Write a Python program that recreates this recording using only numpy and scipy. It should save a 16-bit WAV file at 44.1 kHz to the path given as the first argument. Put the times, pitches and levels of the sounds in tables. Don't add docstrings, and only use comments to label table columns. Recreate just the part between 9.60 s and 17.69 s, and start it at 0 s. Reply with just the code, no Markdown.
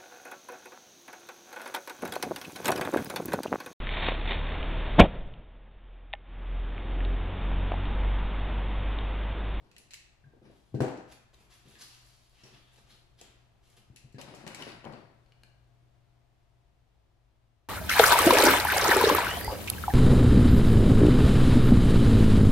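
import sys
import numpy as np
from scipy import signal
from scipy.fft import rfft, irfft, next_fast_len
from scipy.io import wavfile
from scipy.ndimage import uniform_filter1d, map_coordinates

SR = 44100
rng = np.random.default_rng(int(sys.argv[2]) if len(sys.argv) > 2 else 0)


def transcribe(signal):
    frames = np.atleast_2d(signal).T
    limited = np.clip(frames, -1, 1)
    pcm = np.round(limited * 32767).astype(np.int16)
    wavfile.write(sys.argv[1], SR, pcm)


N = 356679
GUN_LEAD_MS, PLATE_LEAD_MS = 0.16, -0.027

# freq_hz, level_db
CRACK_SPECTRUM = [(200, -34), (550, -19.5), (1200, -18), (1800, -6), (2200, -5.5), (2700, 0), (3400, -3.5),
                  (4100, -4), (5800, -3.5), (7600, -3.5), (9000, -7.5), (10800, -9.5), (15000, -20.5)]


def amp(db):
    return 10 ** (np.asarray(db) / 20)


def unit(x):
    return x / np.sqrt(np.mean(x ** 2) + 1e-20)


def along(points, hz):
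    freqs_hz, values = np.transpose(points)
    return np.interp(np.log(hz + 1), np.log(freqs_hz + 1), values)


def wobble(rate_hz):
    knots = rng.standard_normal(int(N * rate_hz / SR) + 4)
    return map_coordinates(knots, [np.arange(N) * rate_hz / SR])


def filtered(x, response):
    n = x.shape[-1]
    size = next_fast_len(n + 8192)
    return irfft(rfft(x, size) * response(np.fft.rfftfreq(size, 1 / SR)), size)[..., :n]


def coloured(x, spectrum):
    return unit(filtered(x, lambda hz: amp(along(spectrum, hz))))


def treble(x, edge_hz=4600):
    return filtered(x, lambda hz: 1 - 1 / (1 + (hz / edge_hz) ** 4))


def peak(offset, half_width):
    return 1 / (1 + (offset / half_width) ** 2)


def add(track, start_s, sound):
    part = track[:, round(start_s * SR):][:, :sound.shape[-1]]
    part += sound[:, :part.shape[-1]]


def ring(modes, t, scatter_db, spread_hz=450):
    out = np.zeros((2, len(t)))
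    for hz, db, t60_s in modes:
        phase = np.arctan(hz / spread_hz) * rng.choice([-1, 1]) * np.array([[.5], [-.5]])
        envelope = amp(db + scatter_db * rng.standard_normal() - 60 * t / t60_s)
        out += envelope * np.sin(2 * np.pi * hz * t + phase)
    return out


def grains(rate_hz, spread_db):
    slips = (rng.random(N) < rate_hz / SR) * rng.standard_normal(N)
    return unit(slips * amp(spread_db * np.clip(rng.standard_normal(N), -2, 2)))


def stroke(start_s, rise_s, release_s):
    age_s = np.arange(N) / SR - start_s
    attack = np.sin(np.pi / 2 * np.clip(age_s / rise_s, 0, 1)) ** 2
    return attack * amp(-27 * np.maximum(age_s - rise_s, 0) / release_s)


def snap(gain, size=2048):
    cepstrum = irfft(np.log(np.maximum(gain(np.fft.rfftfreq(size, 1 / SR)), 1e-6)))
    cepstrum[1:size // 2] *= 2
    cepstrum[size // 2 + 1:] = 0
    pulse = irfft(np.exp(rfft(cepstrum)))
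    return np.pad(pulse / np.linalg.norm(pulse), (0, SR - size))


def skidding(colour, skid_db=14, t60_s=0.01, size=2048):
    t = np.arange(size) / SR
    skid = rng.standard_normal(size) * amp(-60 * t / t60_s)
    touch = (t == 0) + amp(skid_db) * skid / np.linalg.norm(skid)
    ripple = np.sqrt(np.abs(uniform_filter1d(np.abs(rfft(touch)) ** 2, size=3)))
    contact = signal.fftconvolve(snap(lambda hz: colour(hz) / ripple, size), touch)[:SR]
    return contact / np.linalg.norm(contact)


def in_room(x, wet_db, left_db, lead_ms, mono_hz=430):
    # freq_hz, t60_s
    decay = [(100, 0.66), (400, 0.55), (1500, 0.86), (4000, 0.57), (8000, 0.48), (15000, 0.26)]
    hz, t, tail = signal.stft(rng.standard_normal((2, SR * 3 // 4)), SR, nperseg=256)
    tail = tail * amp(-60 * t / along(decay, hz)[:, None]) * (1 - np.exp(-t / 0.0025))
    tail *= 1 + np.exp(-t / 0.0038)
    width_rad = np.arccos(peak(hz[:, None], mono_hz)) / 2
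    mid, side = signal.istft(tail * np.array([np.cos(width_rad), np.sin(width_rad)]), SR, nperseg=256)[1]
    response = amp(wet_db) * np.array([mid + side, mid - side]) / np.linalg.norm(mid + side)
    lead_samples = np.array([[.5], [-.5]]) * lead_ms * SR / 1000
    direct = np.sinc(np.arange(-16, 17) + lead_samples) * np.hanning(33)
    add(response, 0, direct)
    heard = signal.fftconvolve(x[None], response, axes=1)[:, :len(x)]
    return heard * amp([[left_db / 2], [-left_db / 2]]) / np.sqrt(1 + amp(wet_db) ** 2)


def moving(x, wet_db, left_db, lead_ms, spots=3):
    shares = np.array([wobble(45) for _ in range(spots)])
    shares /= np.linalg.norm(shares, axis=0)
    return sum(in_room(np.roll(x * share, 100 * k), wet_db, left_db, lead_ms)
               for k, share in enumerate(shares))


def patchy(x, depth_db):
    frames = signal.stft(x, nperseg=512)[2]
    patches = uniform_filter1d(rng.standard_normal(frames.shape), size=6, axis=0)
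    patches = uniform_filter1d(patches, size=22, axis=1)
    return unit(signal.istft(frames * amp(depth_db * unit(patches)), nperseg=512)[1][:N])


def background():
    # freq_hz, level_db
    hum_tones = [(121.5, 3.5), (68, -12), (692, -13.5)]
    # time_s, level_db
    hum_levels = [(0, -77.5), (3, -71), (5.7, -68.5), (6.5, -68.5), (7.5, -75.5)]
    hiss_levels = [(1.5, -68), (5.7, -67), (8, -72)]
    # freq_hz, level_db
    rumble_spectrum = [(11, -43), (18, -10), (59, 1.5), (86, -28), (102, -5), (123, -7.5), (146, -42),
                       (200, -29), (260, -42.5), (440, -120)]
    hiss_spectrum = [(94, 4.5), (160, -1), (183, -2), (205, -10), (239, -2), (284, -10.5), (319, -3.5),
                     (495, -10.5), (534, -7.5), (698, -7), (1500, -16), (3420, -19.5), (8400, -30.5),
                     (15500, -37.5)]
    t = np.arange(N) / SR
    hum = sum(amp(db + 1.7 * wobble(1.6)) * np.sin(2 * np.pi * hz * t + 0.32 * wobble(2.6))
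              for hz, db in hum_tones)
    hum *= amp(np.interp(t, *np.transpose(hum_levels)))
    rumble = coloured(rng.standard_normal(N) + 0.2 * rng.standard_normal((2, N)), rumble_spectrum)
    rumble *= amp(-70 + 1.6 * wobble(23))
    hiss = coloured(.5 * rng.standard_normal(N) + rng.standard_normal((2, N)), hiss_spectrum)
    hiss *= amp(np.interp(t, *np.transpose(hiss_levels)))
    return (hum + rumble) * amp([[2.5], [-3.5]]) + hiss * amp([[1.2], [-1.2]])


def drags():
    # start_s, rise_s, release_s, body_db, scratch_db
    rubs = [(0, 0.049, 0.54, -75, -72.5), (0.809, 0.051, 0.14, -65, -66),
            (4.583, 0.01, 0.079, -48.5, -48.5), (4.64, 0.05, 1, -55, -59),
            (4.862, 0.011, 0.12, -49.5, -48.5), (4.96, 0.038, 0.17, -57, -47),
            (5.072, 0.0048, 0.028, -44, -44.5), (5.248, 0.0067, 0.14, -41.5, -62)]
    # freq_hz, level_db
    body_spectrum = [(59, -67.5), (100, -4), (140, 5), (193, -6), (224, 3.5), (260, -10), (374, -5),
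                     (417, -19.5), (561, 0), (1310, -13.5), (2500, -21.5), (3250, -51.5), (5500, -120)]
    scratch_spectrum = [(700, -3.5), (1200, -0.5), (3000, -3), (5000, -6.5), (8000, -25), (11000, -13),
                        (15000, -65)]
    body, scratch = np.zeros(N), np.zeros(N)
    for start_s, rise_s, release_s, body_db, scratch_db in rubs:
        speed = stroke(start_s, rise_s, release_s)
        body += amp(body_db) * speed
        scratch += amp(scratch_db) * speed
    judder = amp(2 * wobble(45))
    body *= coloured(judder * grains(rate_hz=600, spread_db=2.5), body_spectrum)
    fine_slips = patchy(judder * grains(rate_hz=1900, spread_db=2), depth_db=1.5)
    scratch *= coloured(fine_slips, scratch_spectrum)
    return (in_room(body, wet_db=-4, left_db=9, lead_ms=GUN_LEAD_MS)
            + in_room(scratch, wet_db=2, left_db=3, lead_ms=GUN_LEAD_MS))


def plate():
    # start_s, rise_s, release_s, level_db, treble_db, flex_db, band_hz, band_db
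    strokes = [(0, .01, 0.54, -80, -8, -66.5, 2520, -8), (.88, 0.049, 1, -80.5, 7.5, -81, 3350, 8.5),
               (1.455, 0.045, 0.087, -65, -3, -77.5, 4800, 3), (1.5, .025, 0.031, -56.5, -1, -67, 2182, 5),
               (1.725, 0.017, .015, -57, -6, -62, 3960, 3), (1.76, 0.045, 0.23, -63, -5, -65.5, 4000, -5),
               (1.89, .019, 0.21, -57.5, -1, -85, 2830, -0.5), (2.029, .059, 0.39, -60.5, -2, -67, 3630, 5),
               (2.173, 0.044, 0.07, -51.5, 5, -68, 5150, 3),
               (2.24, 0.083, 0.83, -63.5, 2.5, -100, 4520, 5.5),
               (2.7, 0.079, 0.76, -67, -8, -82, 2950, 2.5), (2.826, 0.03, 0.15, -59, -9, -61, 3470, 2),
               (2.92, 0.027, 0.063, -60, -11, -75, 2700, 0), (3.01, 0.035, .12, -77.5, -2, -86, 3480, 21),
               (3.11, 0.014, 0.13, -65.5, -1.5, -73, 3280, 1),
               (3.164, 0.022, 0.028, -59, -6, -64, 3000, -12),
               (3.259, 0.01, 0.29, -66.5, -1, -72.5, 4000, 1.5),
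               (3.29, 0.013, 0.11, -64.5, -1.5, -72.5, 4000, 10.5),
               (3.56, 0.042, .05, -64.5, 1.5, -69, 3500, 6), (3.614, 0.0082, 0.28, -59, -9, -78, 3430, 2),
               (4, 0.1, 0.12, -65, -0.5, -78, 3200, -1), (4.15, 0.032, 0.024, -59, -2.5, -68.5, 2880, 2)]
    # freq_hz, level_db
    paper_spectrum = [(350, -41), (600, -40), (706, -3.5), (855, -9.5), (1060, -4.5), (2190, -4),
                      (2750, -2), (3330, -2), (4490, -3.5), (7430, -8), (8630, -14), (11000, -7.5),
                      (14500, -26.5), (15500, -21.5)]
    flutter_spectrum = [(80, -26.5), (130, -0.5), (195, -2), (260, -6.5), (350, -1.5), (460, -7.5),
                        (650, -9), (1200, -19.5), (3000, -60)]
    half_band_oct = 0.19
    slips = grains(rate_hz=9000, spread_db=2.5) * amp(1.5 * wobble(70) + 1.3 * wobble(22))
    crackle = unit(treble(grains(rate_hz=170, spread_db=3.5), edge_hz=7000))
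    fibres = coloured(slips + amp(-1) * crackle, paper_spectrum)
    highs = treble(fibres)
    slide, bending = np.zeros(N), np.zeros(N)
    for start_s, rise_s, release_s, db, treble_db, flex_db, band_hz, band_db in strokes:
        speed = stroke(start_s, rise_s, release_s)
        span = slice(round(start_s * SR), round(start_s * SR) + 2 * SR)
        friction = fibres[span] + (amp(treble_db) - 1) * highs[span]
        swish = lambda hz: amp(band_db * peak(np.log2((hz + 1) / band_hz), half_band_oct))
        slide[span] += filtered(friction, swish) * amp(db) * speed[span]
        bending += amp(flex_db) * speed
    flutter = coloured(grains(rate_hz=810, spread_db=2), flutter_spectrum) * bending
    return (moving(slide, wet_db=1.5, left_db=1.5, lead_ms=PLATE_LEAD_MS)
            + in_room(flutter, wet_db=-1.5, left_db=2, lead_ms=PLATE_LEAD_MS))


def trigger():
    # start_s, level_db, treble_db
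    squeezes = [(5.6615, -55, -12), (5.7214, -49, -8), (5.8345, -41, -3)]
    # freq_hz, level_db, t60_s
    lever_modes = [(760, -4, 0.0073), (1630, -6.5, 0.02), (2400, -2, 0.011), (2900, 0.5, 0.011),
                   (4300, -0.5, 0.011), (4370, -3, .008), (6800, -23, .015), (7900, -21, .012),
                   (11050, -10, 0.0081)]
    out, t = np.zeros((2, N)), np.arange(SR) / SR
    for start_s, db, treble_db in squeezes:
        lever = ring(lever_modes, t, scatter_db=2)[0]
        contact = skidding(lambda hz: amp(along(CRACK_SPECTRUM, hz)))
        tick = lever / np.linalg.norm(lever) + amp(-8.5) * contact
        tick += (amp(treble_db) - 1) * treble(tick, edge_hz=3600)
        add(out, start_s, amp(db + 13) * in_room(tick, wet_db=-1, left_db=4.5, lead_ms=0))
    return out


def clicks():
    # start_s, level_db, treble_db, ring_hz, ring_db, room_db
    contacts = [(0.1142, -45, -5, 2580, 0, 2), (.1646, -38, -13, 2860, -1, -1),
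                (0.182, -36, 4.5, 10300, 6, 2.5), (0.3077, -34, -7, 4150, -6, 9),
                (0.3355, -29.5, -2.5, 3900, -3, -3), (0.3414, -29.5, -0.5, 2200, 0, 0.5),
                (0.639, -48.5, -47, 1590, 39, 2), (1.146, -37.5, -8.5, 1550, 23, 16),
                (1.205, -27.5, 1, 1520, 9, 25), (1.2199, -34, -7, 5400, -6, 2),
                (1.282, -37, -10, 7500, -12, 14), (1.373, -42, -10, 5940, 0, 12),
                (1.744, -49.5, -10, 3850, 9, -6.5), (2.154, -41, -17, 1710, 16, 6),
                (2.836, -37, -6, 5560, 13, 20), (3.16, -50, 0, 3800, 9, 3),
                (3.6127, -34.5, 2, 7250, 4, -0.5), (4.361, -36, -2.5, 10900, 9, 5),
                (4.37, -42, -2, 2600, 7, 0), (4.5248, -50, 1, 4300, -4, 8.5),
                (4.546, -43.5, -19, 1690, 17, 13), (4.584, -37, -15, 4840, 11, 9),
                (4.6137, -31, 1, 2900, 3, 0), (4.7395, -46, -10, 1800, 4, 0),
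                (4.7483, -36.5, 2, 5700, -7, 10), (4.866, -33.5, -8, 1840, 8, 6),
                (4.8766, -29.5, 4, 2940, 13, -1), (4.947, -26.5, -0.5, 2260, 9, 0),
                (5.0229, -26.5, -7, 2980, 15, -3.5), (5.09, -36, -7, 3840, 3, 6),
                (5.1191, -39, -20, 2400, 4, -11), (5.2437, -42, -21, 1200, 16, -3),
                (5.251, -38, -10.5, 3070, 14, -11), (5.324, -45, -6, 4800, 5, 11),
                (5.3354, -40.5, -33, 4530, 14, 16)]
    # centre_hz, half_width_hz, peak_db
    shell_peaks = [(1950, 180, 4), (2600, 130, 3), (3350, 200, -3), (4150, 190, 5.5), (4700, 150, 2),
                   (5800, 140, 3), (6900, 120, 2.5), (7950, 110, 5), (9000, 450, -3), (10500, 150, 4)]
    # time_s, left_over_right_db
    hand_path = [(.3, 0.5), (4.3, 3), (5.05, 6.5), (5.8, 3)]
    chatter_db, chatter_t60_s = -16.5, 0.037
    shell = lambda hz: amp(sum(peak_db * peak(hz - centre_hz, half_width_hz)
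                               for centre_hz, half_width_hz, peak_db in shell_peaks))
    out, t = np.zeros((2, N)), np.arange(SR // 10) / SR
    for start_s, db, treble_db, ring_hz, ring_db, room_db in contacts:
        left_db = np.interp(start_s, *np.transpose(hand_path))
        part = lambda hz: 1 + amp(ring_db) * peak(hz / ring_hz - 1, half_width=0.035)
        tilt = lambda hz: amp(treble_db / (1 + (5500 / (hz + 1)) ** 3))
        colour = lambda hz: amp(along(CRACK_SPECTRUM, hz)) * shell(hz) * part(hz) * tilt(hz)
        crack = in_room(skidding(colour), room_db, left_db, lead_ms=GUN_LEAD_MS * rng.random())
        noise = 0.11 * rng.standard_normal(len(t)) + rng.standard_normal((2, len(t)))
        chatter = unit(filtered(noise, colour)) * amp(-60 * t / chatter_t60_s)
        add(out, start_s, amp(db + 9.5) * crack)
        add(out, start_s, amp(db + chatter_db) * chatter * amp([[left_db / 2], [-left_db / 2]]))
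    return out


def knocks():
    # start_s, level_db, contact_cutoff_hz, board_db, pitch_hz
    blows = [(0.011, -66, 700, 5, 395), (.198, -70, 600, -17, 354), (.639, -58.5, 150, -13, 133),
             (0.66, -56, 135, 9, 129), (0.736, -61, 595, -10, 468), (0.818, -59, 453, -7, 352),
             (0.861, -57, 500, -4, 256), (.898, -58.5, 606, -16, 335), (1.124, -52, 129, 1, 132),
             (1.1426, -30.5, 306, -5, 167), (1.2047, -24.5, 1900, -1, 251), (1.2204, -39, 1180, -22, 366),
             (1.2805, -38, 1190, -8, 385), (2.055, -60, 260, -4, 188), (2.835, -59.5, 350, -5, 214),
             (2.926, -61, 300, -3, 212), (3.614, -58.5, 1140, -15, 470), (4.3, -53, 135, -18, 126),
             (4.438, -52.5, 116, 8, 124), (4.544, -46.5, 231, -4.5, 151), (4.583, -49.5, 1800, -12, 258),
             (4.609, -56, 600, -12, 250), (4.709, -53, 1200, -7, 282), (4.737, -53, 1180, -11, 606),
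             (4.84, -55, 900, -13, 255), (4.866, -49, 2000, -12, 384), (4.987, -54, 1200, -16, 568),
             (5, -52, 2500, -12, 1020), (5.013, -51, 600, -25, 261), (5.068, -47, 1480, -31, 291),
             (5.243, -51, 2020, -24, 516), (5.258, -51, 1510, -17, 476), (5.273, -56, 447, 15, 256),
             (5.307, -55, 1570, -13, 340), (5.336, -50, 2230, -12, 500), (5.359, -70, 688, 6, 316),
             (5.5, -63, 895, -28, 266)]
    # freq_hz, level_db, t60_s
    board_modes = [(130.3, 3.5, .25), (141, 5, .2), (220.5, -4.5, .45), (265.7, -4, .45), (323.5, -3, .5),
                   (358, -4, .15), (400.3, 1, .4), (423, -6, .5), (502, -3, .5), (633, -15, .5),
                   (659, -15, .45), (775, -16, .5), (931, -21, .45), (1031, -25, .45), (1526, -21, .5),
                   (2354, -25, .35)]
    # pitch_ratio, level_db, t60_s
    spot_modes = [(1, -4.5, 0.096), (1.5, -7.5, 0.053), (1.95, -11, 0.096), (3.1, -21, 0.13),
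                  (6, -9, 0.025)]
    # freq_hz, level_db
    gun_spectrum = [(150, -8), (350, 0), (520, -7), (750, -5.5), (1100, -16), (1550, -16), (2000, -19),
                    (3500, -19.5), (6000, -27.5), (10000, -25), (15000, -28)]
    low_cut = signal.butter(3, 92, "high", fs=SR, output="sos")
    out, t = np.zeros((2, N)), np.arange(SR) / SR
    for start_s, db, contact_cutoff_hz, board_db, pitch_hz in blows:
        board = ring(board_modes, t, scatter_db=1.5) * (1 - np.exp(-t / 0.004))
        pulse = snap(lambda hz: amp(along(gun_spectrum, hz)))
        clack = in_room(pulse, wet_db=6.5, left_db=3, lead_ms=GUN_LEAD_MS)
        rattle = coloured(rng.standard_normal((2, SR)), gun_spectrum) * amp(-60 * t / 0.015)
        tuned_modes = [(ratio * pitch_hz, mode_db, t60_s) for ratio, mode_db, t60_s in spot_modes]
        spot = ring(tuned_modes, t, scatter_db=2.5)
        wood = (amp(board_db) * board + amp(8) * spot) * amp([[2], [-2]])
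        blow = wood + amp(31) * clack + amp(-2) * rattle
        softened = signal.sosfilt(signal.butter(2, contact_cutoff_hz, fs=SR, output="sos"), blow)
        blow = signal.sosfilt(low_cut, softened + amp(-50) * blow)
        onset_rms = np.sqrt(np.mean(blow[:, :SR // 30] ** 2))
        add(out, start_s, amp(db) * blow / onset_rms)
    return out


def scene():
    return knocks() + clicks() + trigger() + plate() + drags() + background()


def record(dry):
    return filtered(dry, lambda hz: 1 / (1 + (hz / 15300) ** 100))


dry = scene()
out = record(dry)
transcribe(out)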